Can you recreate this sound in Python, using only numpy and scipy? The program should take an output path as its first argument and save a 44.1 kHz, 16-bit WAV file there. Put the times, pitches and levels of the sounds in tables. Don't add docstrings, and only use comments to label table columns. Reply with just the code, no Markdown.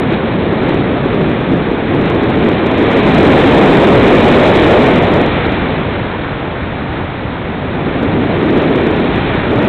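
import sys
import numpy as np
from scipy import signal
from scipy.io import wavfile
from scipy.ndimage import uniform_filter1d, minimum_filter1d

SR = 44100
rng = np.random.default_rng(int(sys.argv[2]) if len(sys.argv) > 2 else 0)


def boost(x):
    u = np.asarray(x, float) / 20
    return 10 ** u


def dump_mix(stems):
    frames = np.atleast_2d(stems).T
    limited = np.clip(frames, -1, 1)
    pcm = np.round(limited * 32767).astype(np.int16)
    wavfile.write(sys.argv[1], SR, pcm)


N = 426888
CAMERA_SR = 8000
FULL_DB = -3.01
FRAME, HOP = 2048, 512
BIN_HZ = np.fft.rfftfreq(FRAME, 1 / SR)[:, None]
FRAME_S = np.arange(N // HOP + 5) * HOP / SR


def evened(x):
    return x / np.sqrt(np.mean(x ** 2) + 1e-20)


def spectrum(points, x):
    at, level_db = np.transpose(points)
    return np.interp(np.log(x + 1e-3), np.log(at), level_db)


def flow(cruise_db, per_buffet_db, per_speed_db):
    # [t/s, buffeting at the port/dB, dynamic pressure of the airspeed/dB]
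    flight = [(0, -14.5, -31.5), (1.3, -15, -31), (1.85, -16, -31.5), (2.0, -12.5, -29.5),
              (2.75, -13.5, -26.5), (3.3, -7.5, -23), (4.75, -8.5, -22), (5.2, -12.5, -27),
              (5.331, -16, -25.5), (5.85, -19, -30), (6.3, -21.5, -33), (7.2, -23.5, -35),
              (7.6, -21, -34.5), (7.901, -16.5, -32), (8.65, -12, -29), (9.0, -15, -28.5),
              (9.35, -18.5, -27.5), (9.68, -11.5, -29)]
    s, buffet_db, speed_db = np.transpose(flight)
    buffet_rise = buffet_db + 15
    speed_rise = speed_db + 29
    level_db = cruise_db + per_buffet_db * buffet_rise + per_speed_db * speed_rise
    return np.interp(np.arange(N) / SR, s, level_db)


def puffs(column):
    # [t/s, length/s, lift of the roar/dB, lift of the hiss/dB]
    gusts = [(0.137, 0.045, -0.5, 7), (.7, .1, 1, 4.5), (1.221, 0.066, 3.5, 2), (1.53, 0.065, 5, 0.5),
             (2.062, .03, 1, 4), (2.464, .1, 2, 2), (4.02, 0.028, -1.5, 0.8), (5.183, .06, 1.5, 1.5),
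             (5.986, 0.056, 1.5, -1), (6.336, 0.051, -.3, 1.5), (6.982, .06, 4.5, 2), (8.6, .4, 1, 3),
             (9.07, 0.07, 3, .3), (9.174, .1, -1.5, 1), (9.442, 0.07, -2, 0), (9.55, .06, 2, -2.5)]
    t = np.arange(N) / SR
    return sum(row[column] * np.exp(-(2 * (t - row[0]) / row[1]) ** 2) for row in gusts)


def flutter(hz):
    lowpass = signal.butter(2, hz, fs=SR, output="sos")
    return evened(signal.sosfilt(lowpass, rng.standard_normal(N)))


def turbulence(shape_db, patchy_db):
    shape_db = shape_db + np.zeros(len(FRAME_S))
    a, b, patches = rng.standard_normal((shape_db.shape[1], shape_db.shape[0], 3)).T
    patches = uniform_filter1d(patches, size=18, axis=0)
    patches = evened(uniform_filter1d(patches, size=4, axis=1))
    heard = boost(shape_db) * (BIN_HZ < 4200)
    magnitude = heard / np.linalg.norm(heard, axis=0)
    z = (a + 1j * b) * magnitude * boost(patchy_db * patches)
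    return evened(signal.istft(z, nperseg=FRAME, noverlap=FRAME - HOP)[1][:N])


def roar():
    # [t/s, centre f/Hz]
    eddy_pitch = [(0, 253), (1.8, 269.6), (2.8, 284), (3.6, 340), (4.8, 344), (5.3, 296.4), (6.4, 233),
                  (7.4, 235), (8.1, 255), (8.7, 300), (9.2, 236.7), (9.68, 315.5)]
    # [f as a multiple of the centre, level/dB]
    roar_shape = [(.15, -29), (.35, -6.5), (.65, -1.5), (1.02, -1), (1.5, -3.5), (2.2, -10), (3.2, -18.5),
                  (6, -34.5)]
    centre_hz = np.interp(FRAME_S, *np.transpose(eddy_pitch))
    air = turbulence(spectrum(roar_shape, BIN_HZ / centre_hz), patchy_db=0.63)
    level_db = flow(cruise_db=-13.5, per_buffet_db=1.124, per_speed_db=.01)
    return air * boost(level_db + puffs(column=2) + 0.25 * flutter(hz=14))


def rumble():
    # [f/Hz, level/dB]
    rumble_shape = [(8, -35.5), (25, -19), (36, -8.5), (50, -0.5), (90, 1.5), (140, -1), (250, -14.5),
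                    (500, -27)]
    air = turbulence(spectrum(rumble_shape, BIN_HZ), patchy_db=0.76)
    level_db = flow(cruise_db=-23, per_buffet_db=-0.47, per_speed_db=0.98)
    return air * boost(level_db + 0.49 * flutter(hz=13))


def rush(gust):
    # [f/Hz, level/dB]
    rush_shape = [(250, -21.5), (500, -3.5), (750, -3.5), (1100, -6.5), (1500, -8.5), (2200, -15),
                  (4000, -39)]
    air = turbulence(spectrum(rush_shape, BIN_HZ), patchy_db=-0.8)
    level_db = flow(cruise_db=-21, per_buffet_db=.01, per_speed_db=0.64)
    return air * boost(level_db + 0.54 * puffs(column=3) + 0.45 * gust)


def hiss(gust):
    # [f/Hz, level/dB]
    hiss_shape = [(800, -23), (1300, -14), (1700, -4), (2300, -5.5), (2750, -8), (3300, -8), (3800, -4),
                  (4200, -9)]
    # [f/Hz, width/Hz, level/dB]
    cavities = [(1855, 160, 4), (2355, 420, 5.5), (3720, 170, -5.5)]
    cavity_db = sum(db / (1 + (2 * (BIN_HZ - f) / width) ** 2) for f, width, db in cavities)
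    air = turbulence(spectrum(hiss_shape, BIN_HZ) + cavity_db, patchy_db=0.05)
    level_db = flow(cruise_db=-26.5, per_buffet_db=.01, per_speed_db=1.17)
    return air * boost(level_db + puffs(column=3) + 0.46 * gust)


def shed():
    # [start t/s, length/s, typical level over full scale/dB]
    runs = [(1.939, .013, 1), (1.983, .037, -1.5), (2.059, 0, 1), (2.101, 0, .2), (2.15, .01, 0.5),
            (2.228, .016, 0.3), (2.292, .01, 1), (2.361, .035, 0.9), (2.425, .066, 2), (2.517, .027, 1),
            (2.589, 0, .3), (2.636, 0, 3), (2.661, .012, 2.5), (2.715, .029, 1.3), (2.779, .066, 1.8),
            (8.46, 0, 0), (8.499, .018, 0), (8.528, .012, 2.2), (8.564, .022, 2.6), (8.62, .006, 1.2),
            (8.657, .012, 2.8), (8.698, .016, 2.8), (8.756, .028, 2), (8.81, 0, 2), (8.839, 0, .5),
            (8.866, .005, 2.5), (8.913, 0, 2.5), (8.965, 0, 1), (9, 0, .8), (9.0523, 0, 1.5)]
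    gap_s = .008
    step = np.arange(9)
    start, length, over_db = np.transpose(runs)[:, :, None]
    place, size = rng.random((len(runs), len(step), 2)).transpose(2, 0, 1)
    lag = gap_s * (step + 0.66 * (place - .5) * (step > 0))
    inside = gap_s * (step - .5) < length
    times = (start + lag)[inside]
    overshoots = (over_db * (0.41 + 1.4 * size))[inside]
    return np.column_stack([times, overshoots])


def slapped(air):
    # [t/s, peak level over full scale/dB]
    slaps = [(0.5273, 2), (0.6345, 2), (0.6898, 6.1), (0.6962, 1.5), (0.7099, 2.5), (0.7441, 3.2),
             (1.0598, 2), (1.1456, 4), (1.1619, -1.5), (1.2127, 2), (1.2318, 2.6), (1.2955, 1.8),
             (1.315, 1.5), (1.4103, -2), (1.521, 3), (1.5354, 3), (1.5424, 2.5), (1.5712, -0.2),
             (1.7164, 2.2), (8.3598, -0.4), (8.387, -1), (5.468, 3), (5.5237, 2), (8.0312, 1.5),
             (8.4312, 3.5), (9.1589, 0), (9.1824, 2), (9.3535, -1.5), (0.126, 1.7), (9.5164, 0.3)]
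    # [from t/s, to t/s]
    strong_air = [
        (2.82, 5.285),
        (9.53, 9.7),
    ]
    t = np.arange(N) / SR
    crest = -minimum_filter1d(-abs(air), size=265)
    held = uniform_filter1d(np.minimum(boost(FULL_DB - 1.15) / crest, 1), size=133)
    strong = sum((t > a) & (t < b) for a, b in strong_air)
    air = air * np.where(strong, 1, held)

    s, over_db = np.concatenate([slaps, shed()]).T
    over_db = np.clip(over_db + .8, .5, 4.5)
    over_db = np.append(over_db, -2.7)
    near = np.round(s * SR).astype(int)[:, None] + np.arange(-60, 60)
    crest_at = near[np.arange(len(s)), abs(air[near]).argmax(axis=1)]
    at = np.append(crest_at, N - 1)
    pushes = np.zeros(N)
    pushes[at] = np.sign(air[at]) * boost(FULL_DB + over_db) - air[at]
    lag = np.arange(-160, 161)
    swing = np.cos(2 * np.pi * 330 * lag / SR) * np.hanning(len(lag))
    return air + np.convolve(pushes, swing, "same")


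def scene():
    gust = flutter(hz=40)
    return slapped(roar() + rumble() + rush(gust) + hiss(gust))[None]


def top_cut(x):
    return signal.sosfilt(signal.butter(12, 15860, fs=SR, output="sos"), x)


def record(dry):
    full = boost(FULL_DB)
    up, down = 441, 80
    guard = signal.firwin(64 * up + 1, CAMERA_SR / 2, window=("kaiser", 8), fs=SR * down)
    slow = signal.resample_poly(dry, down, up, axis=1, window=guard, padtype="edge")
    slow = np.clip(slow, -full, full)
    smooth = signal.firwin(32 * up + 1, CAMERA_SR / 2, window=("kaiser", 9), fs=SR * down)
    fast = signal.resample_poly(slow, up, down, axis=1, window=smooth, padtype="edge")[:, :N]
    knee, bend = boost(-1.6), .5
    fast = fast * (1 - bend * np.maximum(abs(fast) / full - knee, 0) ** 2)
    ceiling = full * (1 - bend * (1 - knee) ** 2)
    return top_cut(np.clip(fast, -ceiling, ceiling))


dry = scene()
out = record(dry)
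dump_mix(out)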